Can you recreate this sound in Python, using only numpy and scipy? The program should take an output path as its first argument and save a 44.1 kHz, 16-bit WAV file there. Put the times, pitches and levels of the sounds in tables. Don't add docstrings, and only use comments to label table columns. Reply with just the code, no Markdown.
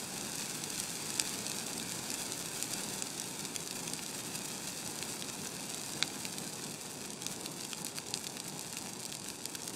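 import sys
import numpy as np
from scipy import signal
from scipy.fft import rfft, irfft, next_fast_len
from scipy.io import wavfile
from scipy.ndimage import minimum_filter1d, map_coordinates

SR = 44100
rng = np.random.default_rng(int(sys.argv[2]) if len(sys.argv) > 2 else 0)


def amplitude_ratio(level_db):
    exponent = np.asarray(level_db, float) / 20
    return 10 ** exponent


def waveform_to_disk(signal):
    frames = np.transpose(np.atleast_2d(signal))
    scaled = np.clip(frames, -1, 1) * 32767
    samples = np.round(scaled).astype(np.int16)
    wavfile.write(sys.argv[1], SR, samples)


N = 429975
TIME_S = np.arange(N) / SR
LEAD_S = 0.004

# time_s, crackle_db
BLAZE = [(0.0, -42), (1.41, -41.5), (1.76, -42.5), (2.15, -42), (2.47, -42.5), (2.8, -42), (3.75, -44),
         (5.02, -43), (5.21, -44.5), (6.03, -43.5), (7.17, -46.5), (7.3, -45), (8.12, -47), (8.28, -47),
         (8.63, -46), (9.31, -47.5), (9.75, -46.5)]


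def unit(x):
    return x / np.sqrt(np.mean(x ** 2) + 1e-20)


def along(points, hz):
    f, v = np.transpose(points)
    return np.interp(np.log(hz + 1), np.log(f + 1), v)


def blaze_db(s):
    return np.interp(s, *np.transpose(BLAZE))


def wobble(rate_hz):
    knots = rng.standard_normal(int(N * rate_hz / SR) + 4)
    return map_coordinates(knots, [np.arange(N) * rate_hz / SR])


def coloured(x, db_at):
    m = 2 * next_fast_len(N // 2 + 4096)
    gain_db = np.maximum(db_at(np.fft.rfftfreq(m, 1 / SR)), -120)
    cepstrum = irfft(np.log(amplitude_ratio(gain_db)), m)
    cepstrum *= np.r_[1, 2 * np.ones(m // 2 - 1), 1, np.zeros(m // 2 - 1)]
    return irfft(rfft(x, m) * np.exp(rfft(cepstrum)), m)[:N]


def laid(at, rows):
    return np.bincount(at.ravel(), rows.ravel(), N + SR)[:N]


def placed(s, rows):
    return laid(np.round((s - LEAD_S) * SR).astype(int) + np.arange(rows.shape[1]), rows)


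def splinters(split_ms, count=9, size=512):
    # freq_hz, gain_db
    air_loss = [(8500, 2.5), (10000, -4.5), (13000, -11.5), (15500, -17), (16600, -30)]
    draw = rng.random((len(split_ms), 3, count))
    place = (draw[:, 0] - 0.38) * (np.arange(count) > 0)
    lag_s = np.clip(split_ms, 0.1, 3)[:, None] * 4.55 * place / 1000
    loss_db = 5.0 + 6.4 * draw[:, 1] + 6.9 * np.abs(place) + 4.0 * (place < 0)
    strength = amplitude_ratio(-loss_db) * np.where(draw[:, 2] > 0.35, 1, -1)
    strength[:, 0] = -1
    hz = np.fft.rfftfreq(size * 2, 1 / SR)
    delays = np.exp(-2j * np.pi * hz * (LEAD_S + lag_s[:, :, None]))
    direct = np.sum(strength[:, :, None] * delays, 1)
    bounce_s = 0.006 + 0.0052 * draw[:, 1, :1]
    bounce = amplitude_ratio(-19) * np.exp(-2j * np.pi * hz * bounce_s)
    turn = np.exp(1j)
    return hz, direct * (1 + bounce) * amplitude_ratio(along(air_loss, hz)) * turn


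def rung(hz, spectra, centre_hz, octaves):
    hump = np.exp(-(np.log2((hz + 1) / centre_hz) / octaves) ** 2)
    rows = irfft(spectra * hump)
    return rows / np.linalg.norm(rows, axis=1, keepdims=True)


def roar():
    # freq_hz, density_db_per_hz
    roar_spectrum = [(13, -66), (22, -47), (48, -25), (135, -2), (182, 0.5), (380, -4), (620, -12.5),
                     (847, -10.5), (1100, -11.5), (1430, -29), (2420, -120)]
    level_db, follows = -47.5, 0.44
    rumble = unit(coloured(rng.standard_normal(N), lambda hz: along(roar_spectrum, hz)))
    fire_db = blaze_db(TIME_S)
    swing_db = follows * (fire_db - fire_db.mean())
    flutter_db = 0.6 * wobble(7) + 0.8 * wobble(18)
    return amplitude_ratio(level_db + swing_db + flutter_db) * rumble


def kicks(s, db, hz, turns, size=48):
    phase = np.arange(size) / SR * np.clip(hz, 300, SR / 3)[:, None]
    kick = -amplitude_ratio(db)[:, None] * np.sin(2 * np.pi * phase) * np.exp(-phase / turns)
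    return laid(np.round(s * SR).astype(int)[:, None] + np.arange(size), kick)


def needles(count=9000):
    # freq_hz, density_db_per_hz
    needle_spectrum = [(300, -17), (800, -7.5), (2000, 0.5), (4000, -3.5), (8300, -0.5), (10000, -6.5),
                       (13000, -11), (15700, -17.5), (15900, -35)]
    uneven_grows = 0.45
    hiss_follows = 0.37
    draw = rng.random((count, 4))
    clumps = np.cumsum(amplitude_ratio(4.5 * wobble(60) + 1.5 * wobble(14)))
    s = np.interp(draw[:, 0], clumps / clumps[-1], TIME_S)
    uneven = 1 + uneven_grows * (s * SR / N - 0.5)
    size_db = -3.5 * uneven * (np.log(draw[:, 1] + 0.013) + 1.3)
    pitch_hz = 6500 * amplitude_ratio(9.5 * (draw[:, 2] - draw[:, 3]))

    def tint_db(hz):
        return along(needle_spectrum, hz)

    def lift_db(hz):
        return 5.53 * np.log2(np.maximum(hz, 4000) / 4000)

    grains = kicks(s, size_db, pitch_hz, turns=0.3)
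    grains = unit(coloured(grains, lambda hz: tint_db(hz) + lift_db(hz)))
    steam = amplitude_ratio(0.87 * wobble(50)) * rng.standard_normal(N)
    hiss = unit(coloured(steam, lambda hz: tint_db(hz) - 0.3 * lift_db(hz)))
    fire_db = blaze_db(TIME_S)
    hiss_db = -2.5 + hiss_follows * (fire_db - fire_db.mean())
    return amplitude_ratio(fire_db) * (amplitude_ratio(-2.5) * grains + amplitude_ratio(hiss_db) * hiss)


def ticks(count=145):
    # start_s, level_db
    near_needles = [(0.3563, -9), (0.3833, -10), (0.7032, -7), (0.7791, -9.5), (1.1415, -8), (1.2157, -8),
                    (1.2753, -9), (1.294, -9), (1.466, -6), (1.4983, -8), (1.517, -7), (1.586, -7.5),
                    (1.668, -9.5), (1.78, -8.5), (2.1168, -9), (2.3215, -6), (3.218, -10), (3.8996, -11),
                    (4.0636, -9.5), (4.3902, -13), (4.9894, -11), (5.4717, -9.5), (5.7017, -10.5),
                    (5.7456, -10), (5.9354, -10), (6.078, -11), (6.3286, -13), (7.1046, -13), (8.086, -12),
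                    (8.6108, -11.5)]
    over_crackle_db, spread_db = 29.5, 2.5
    centre_hz, scatter_db = 6400, 1.8
    crowd = 0.85
    draw = rng.random((count, 2))
    chance_s = LEAD_S + (N / SR - LEAD_S) * draw[:, 0] ** crowd
    chance_db = blaze_db(chance_s) + over_crackle_db + spread_db * (draw[:, 1] - 0.5)
    s, db = np.c_[np.transpose(near_needles), [chance_s, chance_db]][:, :, None]
    pitch_hz = centre_hz * amplitude_ratio(scatter_db * rng.standard_normal(s.shape))
    hz, blows = splinters(np.full(len(s), 0.5), count=6)
    return placed(s, amplitude_ratio(db - 4.5) * rung(hz, blows, 1.15 * pitch_hz, octaves=1.67))


def twigs():
    # start_s, crack_db, crack_pitch_hz, thud_over_crack_db
    thick_twigs = [(0.639, -6, 6100, -8), (0.8005, -3, 7300, -9), (1.1038, -7, 7000, -8),
                   (1.198, 6.5, 7000, -6.5), (1.8942, -10, 5700, -20), (2.1037, -4.5, 6100, -12),
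                   (2.141, -5, 7200, -10), (2.626, -1, 8500, -9), (2.7372, -4.5, 7100, -15),
                   (3.0234, -1.5, 7450, -8), (3.1988, -4.5, 6400, -12), (3.5624, -2.5, 6000, -6),
                   (3.7103, -6, 6500, -8), (3.8789, -7, 5700, -5), (3.9355, -4, 7600, -11),
                   (3.9927, -13, 2200, 0), (5.0266, -8, 5600, 1), (5.2237, -9, 5000, 0.5),
                   (6.0263, -0.7, 4670, 8), (6.253, -7, 6350, 2.5), (7.2658, -2, 5800, -9),
                   (7.461, -7.5, 6100, -3), (7.7324, -11.5, 5400, 8), (7.8476, -5, 11500, -15),
                   (7.9854, -12.5, 6600, 7), (8.1406, 0, 4770, -9), (8.3698, -14.5, 5100, 4.5),
                   (8.7698, -10.5, 5330, 3), (9.4564, -5, 6800, -6.5), (9.5512, -15, 5000, 5)]
    # start_s, crack_db, crack_pitch_hz
    thin_twigs = [(0.838, -10, 7100), (1.799, -10, 3000), (1.9214, -8, 6400), (2.4594, -11.5, 7100),
                  (3.452, -8, 6700), (3.6754, -9, 6800), (4.3567, -12, 6400), (4.8758, -9.5, 7400),
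                  (6.384, -8, 5700), (7.2212, -10, 5800), (7.61, -12.5, 6100), (7.6508, -10, 7300),
                  (7.867, -8, 6400), (7.9783, -12, 6200), (8.1495, -12.3, 6200), (8.175, -9.5, 6200),
                  (8.2432, -12, 4800), (8.2683, -7.5, 4900), (8.2735, -11, 6200), (8.4012, -8, 5770),
                  (8.594, -11, 6500), (9.031, -15, 5900), (9.0527, -8.5, 7240), (9.1253, -10, 3470),
                  (9.1513, -10, 6700), (9.244, -13.5, 6900), (9.2857, -10.5, 7100), (9.302, -10, 5800),
                  (9.555, -9.5, 6500), (9.679, -8.5, 7000)]
    thin_thud_db = -6
    split_ms, split_scatter_db, split_shortens = 0.453, 2, 0.195
    fizz_0_db, fizz_grows, fizz_scatter_db = -16.5, 0.32, 3.5
    thud_sinks, thud_widens = 0.024, 0.1
    rows = list(thick_twigs) + [(*row, thin_thud_db) for row in thin_twigs]
    s, db, pitch_hz, thud_db = np.transpose(rows)[:, :, None]
    luck = rng.standard_normal((len(s), 2))
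    fizz_db = fizz_0_db - (1 - fizz_grows) * db + fizz_scatter_db * luck[:, :1]
    split_db = split_scatter_db * luck[:, 1] - split_shortens * db[:, 0]
    hz, blows = splinters(split_ms * amplitude_ratio(split_db))
    crack = rung(hz, blows, 1.05 * pitch_hz, octaves=1.1)
    thud_hz = 2350 * amplitude_ratio(-thud_sinks * thud_db)
    thud = amplitude_ratio(thud_db - 0.5) * rung(hz, blows, thud_hz, octaves=0.87 * amplitude_ratio(thud_widens * thud_db))
    fizz = amplitude_ratio(fizz_db - 3.5) * rung(hz, blows, centre_hz=13700, octaves=0.56)
    return placed(s, amplitude_ratio(db - 6.5) * (crack + thud + fizz))


def spits():
    # start_s, level_db, pitch_hz
    resin_beads = [(7.1339, -15, 8000), (7.4113, -12, 6400), (7.8107, -17, 9000), (7.8197, -13, 9000),
                   (8.1073, -12, 8000), (8.1835, -17, 5400), (8.4832, -11.5, 10000), (8.7273, -11, 9500),
                   (8.7761, -14, 6400), (8.7855, -11.5, 9500), (8.935, -13, 8000), (9.0034, -14, 8400),
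                   (9.0364, -14, 7500), (9.062, -10.5, 8500), (9.1188, -15, 5300), (9.1696, -17, 4900),
                   (9.1983, -14, 6500), (9.3642, -19, 9000), (9.4662, -15, 7100), (9.6201, -12.5, 6500),
                   (9.6335, -11, 6300), (9.6959, -16, 6700)]
    s, db, pitch_hz = np.transpose(resin_beads)[:, :, None]
    hz, blows = splinters(np.full(len(s), 0.4), count=5)
    return placed(s, amplitude_ratio(db - 5.0) * rung(hz, blows, 1.2 * pitch_hz, octaves=1.4))


def pit(x, stretch=4000):
    # freq_hz, t60_s
    pit_decay = [(500, 0.035), (4000, 0.0096), (12000, 0.02)]
    out = np.zeros(N + SR)
    for start in range(0, N, stretch):
        hz, t, z = signal.stft(rng.standard_normal(4096), SR, nperseg=128)
        decay = amplitude_ratio(-60 * t / along(pit_decay, hz)[:, None])
        tail = signal.istft(z * decay, SR, nperseg=128)[1]
        echo = signal.fftconvolve(x[start:start + stretch], tail / np.linalg.norm(tail))
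        first = start + 40
        out[first:first + len(echo)] += echo
    return out[:N]


def scene():
    crackle = needles()
    pops = ticks() + twigs() + spits()
    echoes = pit(amplitude_ratio(-12) * pops + amplitude_ratio(-12.5) * crackle)
    return (roar() + crackle + pops + echoes)[None]


def body(x):
    # centre_hz, width_hz, gain_db
    resonances = [(590, 430, 0.5), (840, 280, 2.5), (1130, 240, -4), (2015, 440, -9.5), (2560, 160, 1.5),
                  (3010, 310, -8), (4733, 175, 5.5), (5215, 300, -4.5), (6680, 260, -2), (9000, 280, 2)]

    def ripple_db(hz):
        return sum(db / (1 + (2 * (hz - centre) / width) ** 2) for centre, width, db in resonances)

    return coloured(x, ripple_db)


def starved(x, size=12):
    # freq_hz, level_db
    faint = [(5000, -99), (9000, -88), (13000, -87), (15650, -92), (15800, -87), (16500, -93)]
    top_hz = 16600
    hz, _, z = signal.stft(x, SR, nperseg=2048)
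    band = np.arange(len(hz)) // size
    power = np.add.reduceat(np.abs(z) ** 2, np.arange(0, len(hz), size)) / size
    level_db = 10 * np.log10(power + 1e-20) + 3 * rng.standard_normal(power.shape)
    floor_db = np.where(hz > faint[0][0], along(faint, hz), -200)
    margin_db = level_db[band] - floor_db[:, None]
    kept = (hz < top_hz)[:, None] / (1 + amplitude_ratio(np.clip(-8 * margin_db, -99, 60)))
    return signal.istft(z * kept, SR, nperseg=2048)[1][:N]


def shadowed(x, size=6, order=9):
    # freq_hz, excess_db
    shadow = [(3000, 26), (6000, 25.5), (10000, 18.5), (13000, 14.5), (16000, 7)]
    hz, _, z = signal.stft(x, SR, nperseg=256)
    treble = hz > shadow[0][0]
    frame_db = 10 * np.log10(np.sum(np.abs(z[treble]) ** 2, 0) + 1e-20)
    shadow_db = -minimum_filter1d(-frame_db, order) - frame_db
    luck_db = 3.8 * rng.standard_normal((len(hz) // size + 1, z.shape[1] // 2 + 1))
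    luck_db = luck_db[np.arange(len(hz)) // size][:, np.arange(z.shape[1]) // 2]
    needed_db = np.where(treble, along(shadow, hz), 200)
    excess_db = shadow_db + luck_db - needed_db[:, None]
    return signal.istft(z / (1 + amplitude_ratio(np.clip(6 * excess_db, -99, 30))), SR, nperseg=256)[1][:N]


def band_limit(x):
    return signal.sosfilt(signal.butter(12, 16510, fs=SR, output="sos"), x)


def record(dry):
    mix = shadowed(starved(body(dry[0])))[None]
    return band_limit(mix)


dry = scene()
out = record(dry)
waveform_to_disk(out)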